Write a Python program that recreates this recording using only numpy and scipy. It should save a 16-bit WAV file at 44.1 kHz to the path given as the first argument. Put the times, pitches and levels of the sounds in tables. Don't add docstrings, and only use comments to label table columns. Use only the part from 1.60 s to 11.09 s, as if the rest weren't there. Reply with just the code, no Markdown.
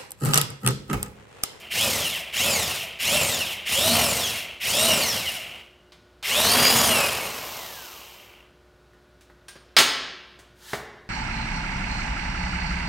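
import sys
import numpy as np
from scipy import signal
from scipy.fft import rfft, irfft, next_fast_len
from scipy.io import wavfile
from scipy.ndimage import uniform_filter1d, map_coordinates

SR = 44100
rng = np.random.default_rng(int(sys.argv[2]) if len(sys.argv) > 2 else 0)


def generate_wav(sig):
    pcm = np.round(np.clip(np.atleast_2d(sig).T, -1, 1) * 32767).astype(np.int16)
    wavfile.write(sys.argv[1], SR, pcm)


N = 418509

# start in seconds, end in seconds, speed the motor heads for in turns per second.
TRIGGER_PULLS = [(.1, .24, 388), (.722, .872, 384), (1.385, 1.562, 372), (2.05, 2.365, 372),
                 (2.998, 3.283, 362), (4.628, 5.22, 383)]
# pitch in Hz, width in Hz, relative level in dB.
HEAD_RESONANCES = [(2147, 360, -5), (2364, 152, 0.5), (2790, 310, -0.5), (3127, 27, 3.5), (3287, 15, -1)]


def amp(db):
    return 10 ** (np.asarray(db) / 20)


def unit(x):
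    return x / np.sqrt(np.mean(x ** 2) + 1e-20)


def along(points, hz):
    pitches, values = np.transpose(points)
    return np.interp(np.log(hz + 1), np.log(pitches), values)


def curve(points, outside=None):
    times, values = np.transpose(points)
    return np.interp(np.arange(N) / SR, times, values, outside, outside)


def wobble(rate):
    return map_coordinates(rng.standard_normal(int(N * rate / SR) + 4), [np.arange(N) * rate / SR])


def filtered(x, response):
    size = next_fast_len(len(x) + 8192)
    return irfft(rfft(x, size) * response(np.fft.rfftfreq(size, 1 / SR)), size)[:len(x)]


def coloured(x, spectrum):
    return unit(filtered(x, lambda hz: amp(along(spectrum, hz))))


def resonate(x, modes):
    def response(hz):
        return sum((-1) ** k * amp(db) * 1j * hz * width / (pitch ** 2 - hz ** 2 + 1j * hz * width)
                   for k, (pitch, width, db) in enumerate(modes))
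    return unit(filtered(x, response))


def garage(x, echo_db):
    # frequency in Hz, seconds to fade by 60 dB.
    fade_times = [(100, 0.91), (400, 1), (1500, 1), (3000, 0.96), (5500, 0.74), (8000, 0.47), (12000, 0.35)]
    hz, t, noise = signal.stft(rng.standard_normal(SR), SR, nperseg=256)
    fade = amp(-60 * t / along(fade_times, hz)[:, None])
    _, tail = signal.istft(noise * fade, SR, nperseg=256)
    late_tail = np.pad(tail, (SR // 300, 0)) / np.linalg.norm(tail)
    echo = signal.fftconvolve(x, late_tail)[:N]
    return (x + amp(echo_db) * echo) / np.hypot(1, amp(echo_db))


def motor_speed():
    # time in seconds, share from 0 to 1.
    pressure = [(3.6, 1), (3.7, .32), (4, .32), (4.6, 1), (5.3, 1), (5.43, 0)]
    start_speed = 52
    friction_brake, cutter_brake = 195, 397
    spin_up_s, bend = .093, .85
    t = np.arange(N) / SR
    lost = np.cumsum(friction_brake + cutter_brake * curve(pressure)) / SR
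    speed = np.maximum(start_speed - lost, 0)
    for on, off, top in TRIGGER_PULLS:
        held_s = np.maximum(np.minimum(t, off) - on, 0)
        driven = top * (1 - np.exp(-(held_s / spin_up_s) ** bend))
        lost_since_release = np.maximum(lost - np.interp(off, t, lost), 0)
        speed = np.maximum(speed, driven - lost_since_release)
    return speed


def lagged(gain, lag_s):
    keep = np.exp(-1 / (lag_s * SR))
    return np.sqrt(signal.lfilter([1 - keep], [1, -keep], gain ** 2))


def drill_gains(speed):
    # turns per second, then chatter, head ring and rasp in dB.
    levels_by_speed = [(0, -53, -48, -65), (35, -47, -40.5, -52), (83, -46.5, -37, -34),
                       (167, -34.5, -36, -27.5), (297.7, -28, -32, -23), (378, -24.5, -30, -19.5)]
    # time in seconds, extra chatter in dB, extra ring in dB.
    catches = [(1.57, 0.5, 6), (2.355, 2, 6.5), (3.32, 2, 6.5), (4.95, 2.5, 4.5), (5.05, -1, 8),
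               (5.34, 3, 3)]
    catch_s, jolt_peak_s = .058, .038
    withdraw_at_s, withdraw_for_s = 5.395, .57
    stall_speed = 6.5
    t = np.arange(N) / SR
    speeds, *levels = np.transpose(levels_by_speed)
    chatter_db, ring_db, rasp_db = [np.interp(speed, speeds, level) for level in levels]
    for at_s, extra_chatter_db, extra_ring_db in catches:
        catch = np.exp(-((t - at_s) / catch_s) ** 2)
        chatter_db += extra_chatter_db * catch
        ring_db += extra_ring_db * catch
    ages = [np.maximum(t - on, 0) / jolt_peak_s for on, _, _ in TRIGGER_PULLS]
    jolt = sum(age * np.exp(1 - age) for age in ages)
    withdrawn = np.clip((t - withdraw_at_s) / withdraw_for_s, 0, 1)
    turning = np.minimum(speed / stall_speed, 1)
    chatter = lagged(turning * amp(chatter_db - 11 * withdrawn), lag_s=.035)
    ring = lagged(turning * amp(ring_db - 13 * withdrawn), lag_s=.034)
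    ring = np.hypot(ring, amp(-30) * jolt)
    rasp = np.hypot(turning * amp(rasp_db - 19.5 * withdrawn), amp(-41) * jolt)
    gear_load = (1 - withdrawn) * rasp
    hiss_db = -27.5 + 31 * np.log10((speed + stall_speed) / speed.max())
    hiss = turning * withdrawn * amp(hiss_db)
    return chatter, ring, rasp, gear_load, hiss


def tones(angle, multiples, rough, flicker_db):
    return sum(amp(db + flicker_db * wobble(28))
               * np.cos(k * angle + rough * np.sqrt(k / 12) * wobble(160))
               for k, db in multiples)


def motor(pace, angle, gear_load):
    # multiple of the motor speed, relative level in dB.
    gear_tones = [(2, -4), (9, -4), (18, -2.5), (27, -2.5), (30, -13), (36, -5)]
    slot_tones = [(12, -4.5), (24, -12.5)]
    fan_tones = [(13, -1.5), (26, -11.5), (39, -14.5)]
    # frequency in Hz, gain in dB.
    housing = [(300, -32.5), (540, -3), (690, 3), (900, -29.5), (1600, -12), (2100, -2), (2550, -1.5),
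               (2950, -2), (3300, 0.5), (3850, 0.5), (4400, -5.5), (5300, -3), (7000, -1), (10000, -1),
               (15000, -8.5)]
    t = np.arange(N) / SR
    pulled = sum((t > on) * (t < off) * 1. for on, off, _ in TRIGGER_PULLS)
    trigger = uniform_filter1d(pulled, SR // 40)
    mains = np.abs(np.sin(2 * np.pi * 60 * t))
    current = trigger * mains * (1 - .8 * pace ** 8)
    gear_angle = angle + .03 * np.sin(angle)
    gears = (1 - .4 * pace ** 8) * tones(gear_angle, gear_tones, rough=.78, flicker_db=4)
    slots = (1 + .7 * np.cos(angle)) * tones(angle, slot_tones, rough=.7, flicker_db=2)
    whine = amp(-2.5) * gear_load * gears + amp(-12) * current * pace ** 2 * slots
    whine = filtered(whine, lambda hz: amp(along(housing, hz)))
    whine = amp(-1.5) * whine + amp(-9) * whine.std() * resonate(whine, HEAD_RESONANCES)
    fan = amp(-23) * pace ** 10 * tones(angle, fan_tones, rough=.25, flicker_db=5.5)
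    idle_gain = amp(-42.5) * np.minimum(pace / .35, 1) ** 2
    idle = idle_gain * tones(angle, slot_tones, rough=.35, flicker_db=3)
    return garage(whine + fan + idle, echo_db=-7.5)


def scrape(strength, spiky_db):
    return rng.standard_normal(N) * strength * amp(spiky_db * wobble(700))


def cutter(pace, bite, teeth, chatter_gain, rasp_gain):
    # frequency in Hz, relative level in dB.
    chatter_tone = [(35, -44.5), (75, 3), (130, 0.5), (225, 0), (320, -6.5), (560, 1), (700, 1.5),
                    (850, -1.5), (1400, -4.5), (2100, -22.5), (2900, -25.5)]
    grind_tone = [(35, -31.5), (62, -1.5), (130, 0), (240, -4.5), (320, -6), (460, 3.5), (700, 1),
                  (1100, 2.5), (1600, -3), (2300, -5), (3000, -44)]
    rasp_tone = [(820, -26.5), (1400, -25.5), (1840, -2), (2370, -22), (2820, -5.5), (4230, -1.5),
                 (4780, -2.5), (5850, -2.5), (6950, -8), (7540, -5.5), (10000, -9.5), (10900, -10),
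                 (12800, -4), (15200, -10.5), (15800, -15.5)]
    # pitch in Hz, width in Hz, relative level in dB.
    sway_resonances = [(232, 18, -1), (499, 18, -4.5)]
    cutter_resonances = [(3934, 90, -4), (5280, 23, 6), (6915, 48, 1), (8150, 290, -7), (8940, 53, -4.5),
                         (9640, 80, 3.5), (12430, 180, -3), (12500, 160, -13.5)]
    shaking = scrape(amp(2 * bite), spiky_db=2)
    deep_cut = np.arange(N) / SR > TRIGGER_PULLS[-1][0]
    grind = coloured(shaking, grind_tone)
    light = amp(-2) * coloured(shaking, chatter_tone)
    chatter = chatter_gain * np.where(deep_cut, grind, light)
    sway = amp(-9.5) * chatter_gain * pace ** 3 * resonate(shaking, sway_resonances)
    rasp = amp(-4.67) * coloured(scrape(teeth * amp(2.3 * bite), spiky_db=1.55), rasp_tone)
    edges = amp(-9) * resonate(scrape(amp(5.1 * bite), spiky_db=2.5), cutter_resonances)
    return chatter + sway + rasp_gain * (rasp + edges)


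def drill():
    # frequency in Hz, relative level in dB.
    hiss_tone = [(60, -22), (300, -2.5), (400, 0), (1050, 5), (1900, -14.5), (3000, 1.5), (6000, -0.5),
                 (10500, -10), (12600, 0), (15800, -5)]
    speed = motor_speed()
    pace = speed / speed.max()
    chatter_gain, ring_gain, rasp_gain, gear_load, hiss_gain = drill_gains(speed)
    angle = 2 * np.pi * np.cumsum(speed * (1 + .00296 * wobble(30))) / SR
    bite = np.sqrt(pace) * np.cos(.14 * angle + 2 * wobble(40))
    teeth = 1 + .12 * np.cos(9 * angle)
    cutting = cutter(pace, bite, teeth, chatter_gain, rasp_gain)
    hiss = hiss_gain * coloured(scrape(teeth, spiky_db=1.7), hiss_tone)
    ring = ring_gain * resonate(scrape(amp(1.6 * bite), spiky_db=2.5), HEAD_RESONANCES)
    return cutting + hiss + ring + motor(pace, angle, gear_load)


def mains_hum():
    # pitch in Hz, average (rms) level in dB.
    hum_tones = [(59.5, -63), (360, -64), (479.5, -78), (598, -70), (720, -82), (1459, -73.5)]
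    # frequency in Hz, relative level in dB.
    air_tone = [(25, -29), (58, -6), (90, -5.5), (250, -12), (400, -12), (900, -18), (1500, -17),
                (2000, -23.5), (4000, -26.5), (8000, -37), (15800, -43.5)]
    t = np.arange(N) / SR
    hum = sum(amp(db) * np.sqrt(2) * np.sin(2 * np.pi * hz * t + .35 * wobble(6))
              for hz, db in hum_tones)
    return hum + amp(-59) * coloured(rng.standard_normal(N), air_tone)


def ringing(modes):
    t = np.arange(SR) / SR
    return sum(amp(db + 2 * rng.standard_normal() - 60 * t / fade_s)
               * np.sin(2 * np.pi * hz * t) * rng.choice([-1, 1])
               for hz, db, fade_s in modes)


def burst(spectrum, fade_s):
    t = np.arange(SR) / SR
    return coloured(rng.standard_normal(SR), spectrum) * amp(-60 * t / fade_s)


def knocks():
    # start in seconds, then relative levels of the clank, thud and tick in dB.
    blows = [(4.321, -47.5, -69.5, -62), (4.627, -33, -50, -44.5), (7.333, -66, -53, -76),
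             (7.609, -55, -65.5, -60), (7.699, -67, -46.5, -80.5), (7.883, -41.5, -54, -49.5),
             (7.956, -49, -41, -79.5), (8.166, -7, -31, -23), (8.186, -12.5, -16.5, -18),
             (8.202, -15, -17, -28), (8.79, -53, -46.5, -56.5), (9.133, -33.5, -20, -42)]
    # frequency in Hz, relative level in dB.
    clank_tone = [(250, -24), (700, -4.5), (1050, 0.5), (2200, 0.5), (3400, 3.5), (5000, 0), (8000, -21.5),
                  (15000, -33.5)]
    thud_tone = [(35, -37), (65, -22), (110, -16.5), (200, -3), (400, -1.5), (1050, -7), (1800, -5.5),
                 (4000, -34.5)]
    tick_tone = [(2500, -28.5), (6000, 0.5), (9500, -3), (12500, -10.5), (15500, -9.5)]
    # pitch in Hz, relative level in dB, seconds to fade by 60 dB.
    steel_ring = [(191, -5.5, 1.7), (457, -10.5, .8), (1060, 9.5, 0.48), (1540, -10.5, 0.31),
                  (2820, -14, 1), (3400, -11.5, .65), (3330, 0.5, .7), (4300, -2.5, .5), (4740, -6, .5),
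                  (5370, -10.5, 0.71), (7130, -9.5, .33)]
    wood_ring = [(64, -16, 0.19), (140, -1.5, 0.058), (205, -4.5, 0.043), (273, -0.5, 0.081)]
    clink_ring = [(1610, 0.5, 0.16), (4400, 0, 0.13), (4970, -2, .15), (8900, -1, 0.13), (10000, -9, .13)]
    clink_at_s = 7.885
    track = np.zeros(N + SR)
    for start_s, clank_db, thud_db, tick_db in blows:
        clank = burst(clank_tone, fade_s=.15) + amp(-31.5) * ringing(steel_ring)
        thud = burst(thud_tone, fade_s=.087) + amp(-12) * ringing(wood_ring)
        tick = burst(tick_tone, fade_s=.18)
        knock = amp(clank_db) * clank + amp(thud_db - 2) * thud + amp(tick_db + 3) * tick
        track[round(start_s * SR):][:SR] += knock
    track[round(clink_at_s * SR):][:SR] += amp(-45) * ringing(clink_ring)
    return garage(track[:N], echo_db=-5.5)


def swish():
    # time in seconds, level in dB.
    swell = [(8.95, -70), (9.03, -51), (9.1, -42), (9.17, -43.5), (9.22, -55), (9.32, -77.5)]
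    # frequency in Hz, relative level in dB.
    swish_tone = [(530, -31), (900, -3), (1140, -11), (1680, -2), (2430, -12.5), (3130, -5.5), (4280, -6),
                  (15800, -17)]
    return amp(curve(swell, outside=-120)) * coloured(rng.standard_normal(N), swish_tone)


def scene():
    return np.tile(drill() + mains_hum() + knocks() + swish(), (2, 1))


def record(dry):
    ceiling, top_hz = .92, 15900
    rounded = dry / (1 + np.abs(dry / ceiling) ** 6) ** (1 / 6)
    return np.array([filtered(channel, lambda hz: 1 / np.hypot(1, (hz / top_hz) ** 150))
                     for channel in rounded])


dry = scene()
out = record(dry)
generate_wav(out)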